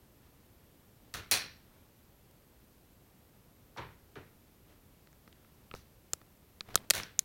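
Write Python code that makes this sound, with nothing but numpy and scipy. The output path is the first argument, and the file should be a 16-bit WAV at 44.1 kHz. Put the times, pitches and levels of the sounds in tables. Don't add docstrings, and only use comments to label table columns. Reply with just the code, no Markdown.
import sys
import numpy as np
from scipy import signal
from scipy.fft import rfft, irfft
from scipy.io import wavfile
from scipy.ndimage import uniform_filter1d

SR = 44100
rng = np.random.default_rng(int(sys.argv[2]) if len(sys.argv) > 2 else 0)


def bounce(signal):
    frames = np.transpose(np.atleast_2d(signal))
    limited = np.clip(frames, -1, 1)
    pcm = np.round(limited * 32767).astype(np.int16)
    wavfile.write(sys.argv[1], SR, pcm)


N = 319504


def from_db(db):
    return 10 ** (np.asarray(db) / 20)


def rms_one(x):
    return x / np.sqrt(np.mean(x ** 2) + 1e-20)


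def at_hz(points, hz):
    table_hz, table_db = np.array(points)[:, 0], np.array(points)[:, 1]
    return np.interp(np.log(hz), np.log(table_hz), table_db)


def bins(size):
    return np.maximum(np.fft.rfftfreq(size, 1 / SR), 1)


def noise(shape_db, size):
    white = rfft(rng.standard_normal(size))
    return rms_one(irfft(white * from_db(shape_db), size))


def uneven(db, width, size):
    wander = uniform_filter1d(rng.standard_normal(size), width)
    return from_db(db * rms_one(wander))


def fade(t, t60):
    return np.exp(-np.log(1000) * t / t60)


def add(out, s, sound):
    start = int(round(s * SR))
    out[start:start + len(sound)] += sound[:max(N - start, 0)]


def burst(shape_db, t60):
    t = np.arange(SR) / SR
    envelope = fade(t, t60) * (1 - fade(t, t60 / 10))
    grain = noise(shape_db, SR) * envelope
    return 0.5 * grain * np.sqrt(np.sum(envelope ** 2) / np.sum(grain ** 2))


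def sweep(x, lag_s):
    hz = bins(len(x))
    delay_s = lag_s * (np.sqrt(1000 / hz) - np.sqrt(1000 / hz[-1]))
    phase = 2 * np.pi * np.cumsum(delay_s) * SR / len(x)
    return irfft(rfft(x) * np.exp(-1j * phase), len(x))


# (frequency [Hz], time to fall 60 dB [s])
ROOM_DECAY = [(100, 0.59), (300, 0.39), (700, 0.31), (2000, 0.41), (4400, 0.32), (6000, 0.26), (8000, 0.22),
              (15000, 0.22)]


def room_tail(shape_db):
    t, hz = np.arange(SR) / SR, bins(SR)
    spectrum, out = rfft(noise(shape_db, SR)), 0
    centres, t60s = np.transpose(ROOM_DECAY)
    for picked, t60 in zip(np.eye(len(ROOM_DECAY)), t60s):
        share = np.interp(np.log(hz), np.log(centres), picked)
        out = out + irfft(spectrum * share, SR) * fade(t, t60)
    return out


# (frequency [Hz], relative level per Hz [dB])
RUMBLE_AND_HISS = [(12, -47.5), (20, -6.5), (26, -9.5), (53, 0), (101, -1.5), (270, -7.5), (485, -12.5),
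                   (590, -14.5), (678, -16.5), (1570, -23), (2320, -24.5), (6720, -29.5), (11100, -28.5),
                   (12400, -25), (16000, -27.5)]
FLOOR_DB, WHINE_DB = -62, -79.5
WHINE_HZ, WHINE_HALF_WIDTH_HZ = 12560, 140


def background():
    hz = bins(N)
    whine = noise(-20 * np.log10(1 + ((hz - WHINE_HZ) / WHINE_HALF_WIDTH_HZ) ** 2), N)
    rumble_and_hiss = noise(at_hz(RUMBLE_AND_HISS, hz), N)
    return from_db(FLOOR_DB) * rumble_and_hiss + from_db(WHINE_DB) * whine


# (time [s], level [dB], half length [s])
RUSTLES = [(0.253, -66.5, 0.023), (.6, -73, 0.24), (1.073, -70, 0.061), (1.736, -65.5, 0.1),
           (4.715, -63, 0.035), (5.502, -71, 0.22), (6.706, -56, 0.025), (6.78, -57.5, 0.067)]
# (frequency [Hz], relative level per Hz [dB])
CLOTH = [(100, 6), (400, -1.5), (1500, -8), (3500, -13.5), (8000, -27.5), (16000, -26)]


def bedding(grain_db=2.5, grain_s=0.0048):
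    t = np.arange(N) / SR
    motion = sum(from_db(db) * np.exp(-0.5 * ((t - s) / half) ** 2) for s, db, half in RUSTLES)
    catches = uneven(grain_db, int(grain_s * SR), N)
    cloth = noise(at_hz(CLOTH, bins(N)), N)
    return motion * rms_one(catches * cloth)


# (frequency [Hz], relative level per Hz [dB])
RUBBER = [(30, -11), (90, 5), (220, -5), (420, 1), (950, -3.5), (1400, 0), (2300, -1), (3050, -1.5),
          (4200, 1), (5100, -5), (5900, 1.5), (8000, -5.5), (9700, -2.5), (16000, -5.5)]
# (frequency [Hz], width [Hz], relative level [dB])
AFTER_RING = [(1790, 230, -3), (2460, 330, 0.5), (4140, 294, 3), (4600, 170, 0), (5560, 550, -2.5)]
HARD_SNAP_DB = -22
CRACK_GROWTH, AFTER_GROWTH = 1.02, 1.9
AFTER_DB, AFTER_T60_S = -27, 0.38
SNAP_T60_S = 0.012
CLUMP_DB = 1.5


def blows(rows, rise_s, fall_db, lift_db, bed_db, crack_db, sweep_s):
    out, t, hz = np.zeros(N), np.arange(SR) / SR, bins(SR)
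    lingering = sum(from_db(db) / (1 + ((hz - f) / width * 2) ** 2) for f, width, db in AFTER_RING)
    for s, level_db, corner_hz, main_hz in rows:
        force_db = level_db - HARD_SNAP_DB
        softness = fall_db * np.log2(1 + (hz / corner_hz) ** 4) / 4
        thump = (bed_db - level_db) / (1 + (hz / 200) ** 2)
        resonance = lift_db / (1 + (np.log2(hz / main_hz) / 0.18) ** 2)
        colour = at_hz(RUBBER, hz) - softness + thump + resonance

        after_ring = noise(20 * np.log10(lingering), SR) * fade(t, AFTER_T60_S)
        after_ring = from_db(AFTER_DB + AFTER_GROWTH * force_db) * after_ring
        tail = from_db(level_db) * room_tail(colour) + after_ring
        tail = tail * (1 - np.exp(-t / rise_s))

        thin = 20 * np.log10(1 + (0.6 * corner_hz / hz) ** 2)
        crack = burst(colour + resonance - thin, SNAP_T60_S)
        crack = from_db(crack_db + CRACK_GROWTH * force_db) * crack
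        clumps = uneven(CLUMP_DB, 120, SR)
        add(out, s, sweep(tail * clumps + crack, sweep_s))
    return out


# (time [s], level [dB], treble corner [Hz], main resonance [Hz])
SNAPS = [(1.1395, -37.5, 2500, 1400), (1.3122, -23, 8000, 9220), (5.749, -53.5, 7500, 5150),
         (6.936, -34.5, 3200, 1580), (6.951, -35, 10000, 730)]


def snaps():
    return blows(SNAPS, rise_s=0.003, fall_db=3.0, lift_db=5.5, bed_db=-33.0, crack_db=-7.5, sweep_s=0.001)


# (time [s], level [dB], treble corner [Hz], main resonance [Hz])
SWATS = [(3.760, -47.5, 950, 910), (3.771, -42, 2680, 990), (3.779, -43.5, 1800, 920),
         (4.154, -47, 2040, 404)]


def swats():
    return blows(SWATS, rise_s=0.0013, fall_db=15, lift_db=10, bed_db=-41.5, crack_db=-11, sweep_s=0.0055)


def ring(t, hz, t60, glide=0):
    t = np.maximum(t, 0)
    extra_s = glide * t60 / np.log(1000) * (1 - fade(t, t60))
    cycles = hz * (t + extra_s)
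    return np.sin(2 * np.pi * cycles) * fade(t, t60) * (1 - np.exp(-2 * cycles))


def echo(x, reflections):
    return signal.fftconvolve(x, reflections / np.linalg.norm(reflections))[:N]


# (frequency [Hz], relative level per Hz [dB])
CRACK = [(150, -7.5), (900, -12.5), (1600, -2.5), (2600, -4), (4500, -1.5), (7000, -7.5), (9800, -4),
         (12000, -12), (16000, -14.5)]


def crack_colour(hz, tilt_db):
    return at_hz(CRACK, hz) + tilt_db * np.log2(1 + hz / 700)


# (time [s], level [dB], ping pitch [Hz], crack [dB], knock [dB], thud [dB])
CLICKS = [(5.0725, -48.5, 4200, 2, -9, -22), (5.129, -51, 6570, 2, -15.5, -22),
          (5.277, -38, 1740, -1.5, -13, -16), (5.3272, -42.5, 3400, -4, -20, -24),
          (5.448, -43, 1590, -13, -9, -27), (5.7132, -28, 2670, -8.5, -7, -38),
          (5.739, -26.5, 2350, -1.5, -11, -1.5), (5.749, -40.5, 1400, -4, 1, 2.5),
          (6.1338, -9.5, 7050, -8.5, -19, -18), (6.2153, -40.5, 1820, -4, -8, -7),
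          (6.6081, -16.5, 4020, -14.5, -22, -36), (6.744, -33, 4860, 3, -15, -0.5),
          (6.7556, -3.5, 6770, -1.5, -8, -16), (6.7759, -23, 3500, -7.5, -26, -21),
          (6.9014, -8.5, 6600, 0.5, -19, -47), (6.9067, -4, 3780, 2, -17, -23.5),
          (6.908, -7.5, 1900, -8, -26, -30), (7, -17, 2000, -11, -22, -17),
          (7.034, -22.5, 5300, -8, -23, -33.5), (7.1918, -1.5, 6540, -9.5, -45, -52)]
# (multiple of its pitch [-], level [dB], time to fall 60 dB [s])
PING_MODES = [(1, 0, .0029), (.64, -20, 0.008)]
PING_GLIDE = 0.025
KNOCK_HZ, KNOCK_LAG_S, KNOCK_CYCLES = 1280, 0.00066, 15.6
THUD_HZ, THUD_LAG_S, THUD_T60_S = 142, 0.00234, 0.015
HOLLOW_HZ, HOLLOW_DB, HOLLOW_T60_S = 470, 10, 0.0049
CRACK_T60_S, CLICK_SWEEP_S = 0.011, 0.000842
TILT_DB, TILT_PER_OCTAVE, TILT_PER_DB, DULLEST_TILT_DB = 2.0, 5.6, 0.43, -9.5
CLICK_ROOM_DB, CLICK_NEAR_DB, NEAR_T60_S = -40, -24, 0.11


def clicks():
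    rings, cracks, t, hz = np.zeros(N), np.zeros(N), np.arange(SR) / SR, bins(SR)
    knock = ring(t - KNOCK_LAG_S, KNOCK_HZ, KNOCK_CYCLES / KNOCK_HZ, PING_GLIDE)
    hollow = ring(t - THUD_LAG_S, HOLLOW_HZ, HOLLOW_T60_S)
    thud = ring(t - THUD_LAG_S, THUD_HZ, THUD_T60_S) + from_db(HOLLOW_DB) * hollow
    for s, level_db, ping_hz, crack_db, knock_db, thud_db in CLICKS:
        ping = sum(from_db(db) * ring(t, multiple * ping_hz, t60, PING_GLIDE)
                   for multiple, db, t60 in PING_MODES)
        tones = ping + from_db(knock_db) * knock + from_db(thud_db) * thud
        add(rings, s, from_db(level_db) * tones)

        tilt_db = TILT_DB + TILT_PER_OCTAVE * np.log2(ping_hz / 4000) + TILT_PER_DB * level_db
        crack = burst(crack_colour(hz, max(tilt_db, DULLEST_TILT_DB)), CRACK_T60_S)
        add(cracks, s, sweep(from_db(level_db + crack_db) * crack, CLICK_SWEEP_S))
    direct = rings + cracks
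    walls = room_tail(np.zeros_like(hz))
    nearby = noise(np.zeros_like(hz), SR) * fade(t, NEAR_T60_S)
    room = from_db(CLICK_ROOM_DB) * echo(direct, walls)
    return direct + room + from_db(CLICK_NEAR_DB) * echo(cracks, nearby)


def scene():
    return (background() + snaps() + swats() + clicks() + bedding())[None]


def record(dry):
    low_pass = signal.ellip(10, 0.2, 70, 16100, fs=SR, output="sos")
    return signal.sosfilt(low_pass, dry)


dry = scene()
out = record(dry)
bounce(out)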